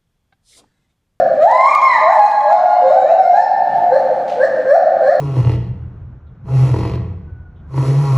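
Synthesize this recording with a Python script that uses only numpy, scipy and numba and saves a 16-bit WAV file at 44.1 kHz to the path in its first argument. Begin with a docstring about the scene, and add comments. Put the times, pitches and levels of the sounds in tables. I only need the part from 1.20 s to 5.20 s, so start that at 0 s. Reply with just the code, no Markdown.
"""Gibbons whoop in a bare, very live zoo hall: long, overlapping glides, then four short upward whoops.
Each voice is a near-pure tone with weak, fluttering overtones and breath, coloured by the throat.
The walls hold every pitch for seconds. Now and then something scuffs, and two dull rumbles swell over
the ventilation. Automatic gain control ducks the background under the calls; the loudest peaks crackle."""
import sys
import numpy as np
from scipy import signal
from scipy.fft import rfft, irfft
from scipy.io import wavfile
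from scipy.ndimage import uniform_filter1d, minimum_filter1d
from numba import njit

SR = 44100
rng = np.random.default_rng(int(sys.argv[2]) if len(sys.argv) > 2 else 0)


def store_wav(level_fs):
    """Save 16-bit WAV to argv[1]."""
    pcm = np.round(np.clip(np.atleast_2d(level_fs), -1, 1) * 32767)
    wavfile.write(sys.argv[1], SR, pcm.T.astype(np.int16))


N = 176400
LEAD = SR // 2  # samples of pre-roll: the hall is already ringing at the start
TOP_HZ = 15800


def long_calls():
    """Gibbons sing long, overlapping notes that glide smoothly in pitch, level and brightness."""
    # One list per note. Each row: time in seconds, pitch in Hz, relative level in dB, overtone lift in dB.
    notes = [
        [(.18, 584.5, -14.5, -8.5), (.22, 622.3, 6.5, 3.5), (.25, 718, 9.5, -17.5), (.28, 876, 8.5, 3),
         (.32, 990, -1.5, 14), (.44, 1065, 12.5, 9.5), (.55, 1099, -8, 31.5), (.66, 1067, 11.5, 10.5),
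         (.73, 968.5, 3.5, 25), (.8, 822.4, 8.5, 1)],
        [(.32, 604, -3, 0.5), (.37, 656.4, 0, -13), (.43, 850.3, 1, -16.5), (.47, 1121, 16.5, 1.5),
         (.5, 1192, 1, 28.5), (.59, 1219, 3.5, 11)],
        [(.81, 625.3, 3, -14.5), (.86, 631, 9.5, -6.5), (.9, 758.3, 9.5, 2), (.94, 897.3, 9.5, 2),
         (.97, 863.8, 3.5, 0.5), (1., 831.1, 19, -2.5), (1.12, 826, 0.5, 8.5), (1.29, 825.5, 2.5, 1.5),
         (1.34, 841, -8.5, -0.5)],
        [(1.18, 588.8, -17.5, -10), (1.27, 592.2, 4, -17), (1.31, 654, 9, 1), (1.34, 749.3, 8.5, -5.5),
         (1.42, 712.5, -0.5, 2), (1.52, 708.3, 6.5, -7), (1.63, 731.8, -0.5, -5.5)],
        [(1.615, 522.5, -7, -9.5), (1.655, 531.9, 6, -10), (1.685, 536, -1.5, 6.5), (1.72, 622.5, 10.5, -6),
         (1.75, 741.7, 1, -6.5), (1.8, 780, 12, 3)],
        [(1.82, 545, 1.5, -3), (1.87, 589.8, 0.5, -4.5), (1.92, 692.8, 8, -7), (1.96, 796, -4.5, -14.5),
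         (2., 765.8, 13.5, -9.5), (2.04, 701.4, 5.5, -2.5), (2.13, 708, 8, -16), (2.18, 757, 8, -14.5)],
        [(2.13, 785.6, 7.5, -4.5), (2.16, 808.4, 9.5, 3), (2.19, 875.6, 2.5, 13), (2.25, 908.4, -3, 10)],
    ]
    # Throat resonances. Each row: frequency in Hz, relative gain in dB.
    throat = [(1000, -29), (1350, -21), (1700, -20.5), (2100, -23.5), (2450, -33.5), (2750, -38.5),
              (3150, -38), (3500, -44.5), (3950, -25.5), (4250, -33), (4650, -46), (5200, -37.5),
              (6200, -46.5), (6800, -36), (7500, -48), (8400, -45), (9300, -66.5), (15000, -86)]
    out = np.zeros(LEAD + N)
    for note in notes:
        times, *controls = np.array(note, float).T
        t = np.arange(times[0], times[-1], 1 / SR)
        hz, db, overtones_db = (uniform_filter1d(np.interp(t, times, c), size=600) for c in controls)
        add(out, times[0], voice(t, hz, db, overtones_db, throat))
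    return out


def short_whoops():
    """Each whoop holds its pitch as it swells, then sweeps up; the first is heard only as hall ring."""
    # Each row: start and length in seconds, first and last pitch in Hz, then relative level,
    # depth of the swell and overtone lift in dB.
    whoops = [(-.28, .17, 520, 786.6, 7, 7.5, -9), (2.669, .115, 490.2, 682.4, 2, 34, -9),
              (3.163, 0.092, 491, 708.4, 2, 17.5, -5.5), (3.457, .115, 526.8, 835, 11, 15, -9),
              (3.818, 0.12, 521.2, 773, 2, 6.5, -4.5)]
    # Throat resonances. Each row: frequency in Hz, relative gain in dB.
    throat = [(1000, -22), (1350, -17.5), (1750, -5), (2050, -29.5), (2600, -50.5), (3500, -45),
              (4300, -25.5), (4750, -41.5), (5400, -33.5), (6300, -43), (7100, -44.5), (8600, -43.5),
              (10000, -56.5), (11500, -77.5)]
    bend_power, swell_share = 2.8, 0.48
    out = np.zeros(LEAD + N)
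    for start, length, first_hz, last_hz, db, swell_db, overtones_db in whoops:
        t = np.arange(0, length, 1 / SR)
        progress = t / length
        hz = first_hz + (last_hz - first_hz) * progress ** bend_power
        soft_db = swell_db * np.clip(1 - (progress / swell_share) ** 2, 0, 1)
        add(out, start, voice(t, hz, db - soft_db, overtones_db, throat))
    return out


def voice(t, hz, db, overtones_db, throat):
    """One gibbon note: a strong fundamental, with overtones and breath shaped by the throat."""
    attack_s, release_s = 0.004, 0.014
    jitter_depth, flutter_depth, flicker_db = 0.002, 0.007, 4
    voice_db, overtone_floor_db, upper_share = -9.5, -9.5, 0.61
    hz = hz * (1 + jitter_depth * drift(90, len(t)))
    phase = 2 * np.pi * np.cumsum(hz) / SR
    flutter = 2 * np.pi * np.cumsum(hz * flutter_depth * drift(400, len(t))) / SR
    harmonic = np.arange(2, 20)[:, None]
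    weights = undb(lookup(harmonic * hz, throat)) * (harmonic * hz < TOP_HZ)
    second, *higher = weights * np.sin(harmonic * (phase + flutter))
    upper = sum(partial * undb(flicker_db * (drift(30, len(t)) - 1.5)) for partial in higher)
    upper += breath(hz, phase, throat)
    overtones = undb(overtones_db) * second + undb(upper_share * overtones_db) * upper
    # A soft start keeps its overtones while the fundamental is still weak.
    tone = undb(db) * np.sin(phase) + undb(np.maximum(db, overtone_floor_db)) * overtones
    gate = np.clip((t - t[0]) / attack_s, 0, 1) * np.clip((t[-1] - t) / release_s, 0, 1)
    return np.sin(np.pi / 2 * gate) ** 2 * undb(voice_db) * tone


def breath(hz, phase, throat):
    """Air rasps through the throat, pulsing with each cycle of the voice."""
    rasp_db, low_cut_hz, pulse_depth = -14.5, 700, 0.38
    freqs = np.fft.rfftfreq(len(hz), 1 / SR)
    colour = undb(lookup(freqs, throat)) * np.minimum(freqs / low_cut_hz, 1) ** 2
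    air = irfft(rfft(rng.standard_normal(len(hz))) * colour, len(hz))
    return air * undb(rasp_db) * np.sqrt(SR / hz) / 2 * (1 + pulse_depth * np.sin(phase))


def hall_response():
    """Bare walls return a few echoes and a diffuse tail, wider in the treble, which dies first."""
    # Ring of the hall. Each row: frequency in Hz, seconds to fall by 60 dB.
    ring_times = [(125, 3.5), (500, 2.43), (900, 2.344), (2000, 1.32), (4000, 1.38), (8000, 0.31),
                  (16000, .25)]
    # Stereo spread. Each row: frequency in Hz, extra side level in dB.
    width = [(600, -0.5), (1100, -0.5), (2200, 6), (4500, 6), (8000, 11)]
    # Wall echoes. Each row: delay in seconds, level in dB.
    echoes = [(.012, -9), (.034, -6.5), (.135, -22)]
    tail_db, side_db, build_s = 3, -23, 0.005
    freqs, t, spectra = signal.stft(rng.standard_normal((2, 2 * SR)), SR, nperseg=512)
    fade = np.exp(-np.log(1000) * t / lookup(freqs, ring_times)[:, None]) * (1 - np.exp(-t / build_s))
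    spectra[1] *= undb(lookup(freqs, width))[:, None]
    mid, side = signal.istft(spectra * fade, SR)[1] * undb(tail_db) * np.sqrt(np.log(1000) / SR)
    for delay, db in echoes:
        mid[int(delay * SR)] += undb(db)
    return mid + undb(side_db) * side * np.array([[1], [-1]])


def crackle():
    """Tiny dry ticks, placed on the loudest part of the calls."""
    # Each row: start in seconds, level in dB.
    ticks = [(.315, -25), (.350, -29), (.377, -22), (.551, -10.5), (.617, -19), (.702, -24), (.738, -26),
             (1.108, -22), (1.115, -22)]
    # Bright tick spectrum. Each row: frequency in Hz, relative level in dB.
    colour = [(1000, -0.5), (3000, 10), (6000, 2), (10000, -12), (16000, -23)]
    decay_s = 0.0013
    out, t = np.zeros(LEAD + N), np.arange(SR // 50) / SR
    for start, db in ticks:
        add(out, start, undb(db) * noise(colour, len(t)) * np.exp(-t / decay_s))
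    return out


def scuffs():
    """Something scuffs and rustles faintly."""
    # Each row: start, rise and decay in seconds, level in dB.
    strokes = [(.215, 0.013, 0.028, -42), (2.35, .22, 0.093, -47), (3.077, 0.0041, 0.02, -38),
               (3.094, 0.0044, 0.021, -36.5), (3.118, .003, 0.09, -41.5)]
    # Scratchy spectrum. Each row: frequency in Hz, relative level in dB.
    colour = [(200, -5.5), (1200, 6), (2700, 8.5), (5000, -0.5), (9000, -15.5), (15000, -38.5)]
    return noise_swells(strokes, colour)


def rumbles():
    """Dull, low rumbles well up and fade."""
    # Each row: start, rise and decay in seconds, level in dB.
    swells = [(-.1, .15, 0.23, -39), (2.33, .25, 0.24, -38.5)]
    # Bass-heavy spectrum. Each row: frequency in Hz, relative level in dB.
    colour = [(40, -44), (85, -4.5), (150, 5.5), (300, -2), (500, -4), (1000, -36.5), (4000, -69.5)]
    return noise_swells(swells, colour)


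def ventilation():
    """A gently wavering bed of moving air with a faint mains hum."""
    # Airflow spectrum. Each row: frequency in Hz, relative level in dB.
    colour = [(25, -33.5), (55, -34.5), (80, -16.5), (125, -7.5), (180, -0.5), (280, 1), (420, -0.5),
              (800, -10.5), (1500, -7.5), (3000, -24), (6000, -32.5), (10000, -43.5), (16000, -57)]
    # Hum tones. Each row: frequency in Hz, level in dB.
    tones = [(62, -59), (129, -51.5)]
    air_db, side_db, waver_db = -36.5, -21, 1.2
    t = np.arange(N) / SR
    air = noise(colour, N) + undb(side_db) * noise(colour, N) * np.array([[1], [-1]])
    hum = sum(undb(db) * np.sin(2 * np.pi * hz * t) for hz, db in tones)
    return undb(air_db + waver_db * drift(15, N)) * air + hum


def noise_swells(events, colour):
    """Bursts of coloured noise that rise and die away."""
    out, t = np.zeros(LEAD + N), np.arange(2 * SR) / SR
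    for start, rise, decay, db in events:
        envelope = np.minimum(t / rise, 1) * np.exp(-np.maximum(t - rise, 0) / decay)
        add(out, start, undb(db) * noise(colour, len(t)) * envelope)
    return out


def noise(colour, size):
    """Noise of the given colour, rms 1."""
    gains = undb(lookup(np.fft.rfftfreq(size, 1 / SR), colour))
    x = irfft(rfft(rng.standard_normal(size)) * gains, size)
    return x / x.std()


def drift(rate_hz, size):
    """Smooth random drift, spread near 1."""
    step = int(SR / rate_hz)
    return 1.15 * uniform_filter1d(np.repeat(rng.standard_normal(size // step + 1), step), step)[:size]


def undb(db):
    """Decibels to gain."""
    return 10 ** (np.asarray(db) / 20)


def lookup(hz, points):
    """Read (Hz, value) points on a log-frequency axis."""
    freqs, values = np.array(points, float).T
    return np.interp(np.log(np.maximum(hz, 1)), np.log(freqs), values)


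def add(track, start, x):
    """Mix a sound into a track at its start time."""
    i = LEAD + int(start * SR)
    track[i:i + len(x)] += x[:len(track) - i]


@njit
def ride_gain(peak, limit, attack, recover):
    """Gain that drops quickly while the output is over the limit and creeps back to 1."""
    out, gain = np.empty(len(peak)), 1.
    for i in range(len(peak)):
        if peak[i] * gain > limit:
            gain += (limit / peak[i] - gain) * attack
        else:
            gain = min(1., gain * recover)
        out[i] = gain
    return out


def scene():
    """Calls and scuffs ring in the hall; rumbles, crackle and ventilation stay dry."""
    shade_hz, shade_db, scuff_send = 2600, -13, 0.22
    hall, air = hall_response(), ventilation()
    calls, scrape = long_calls() + short_whoops(), scuffs()
    # The voices' treble arrives mostly by the walls, so the direct sound is shaded.
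    dull = signal.sosfiltfilt(signal.butter(2, shade_hz, fs=SR, output="sos"), calls)
    direct = dull + undb(shade_db) * (calls - dull)
    wet = signal.fftconvolve((calls + scuff_send * scrape)[None], hall, axes=1)[:, :LEAD + N]
    return (direct + scrape + rumbles() + crackle() + wet)[:, LEAD:] + air


def record(dry):
    """Gain control ducks just ahead of the peaks, any overshoot is clipped, and the top treble is cut."""
    limit_db, attack_s, recover_db_per_s, look_ahead_samples = -2.5, 0.0011, 25.5, 150
    peak = np.abs(dry).max(axis=0)
    gain = ride_gain(peak, float(undb(limit_db)), 1 / (attack_s * SR), float(undb(recover_db_per_s / SR)))
    gain = uniform_filter1d(minimum_filter1d(gain, 2 * look_ahead_samples), look_ahead_samples)
    treble_cut = signal.ellip(8, .2, 70, TOP_HZ, fs=SR, output="sos")
    return signal.sosfilt(treble_cut, np.clip(dry * gain, -1, 1))


dry = scene()
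out = record(dry)
store_wav(out)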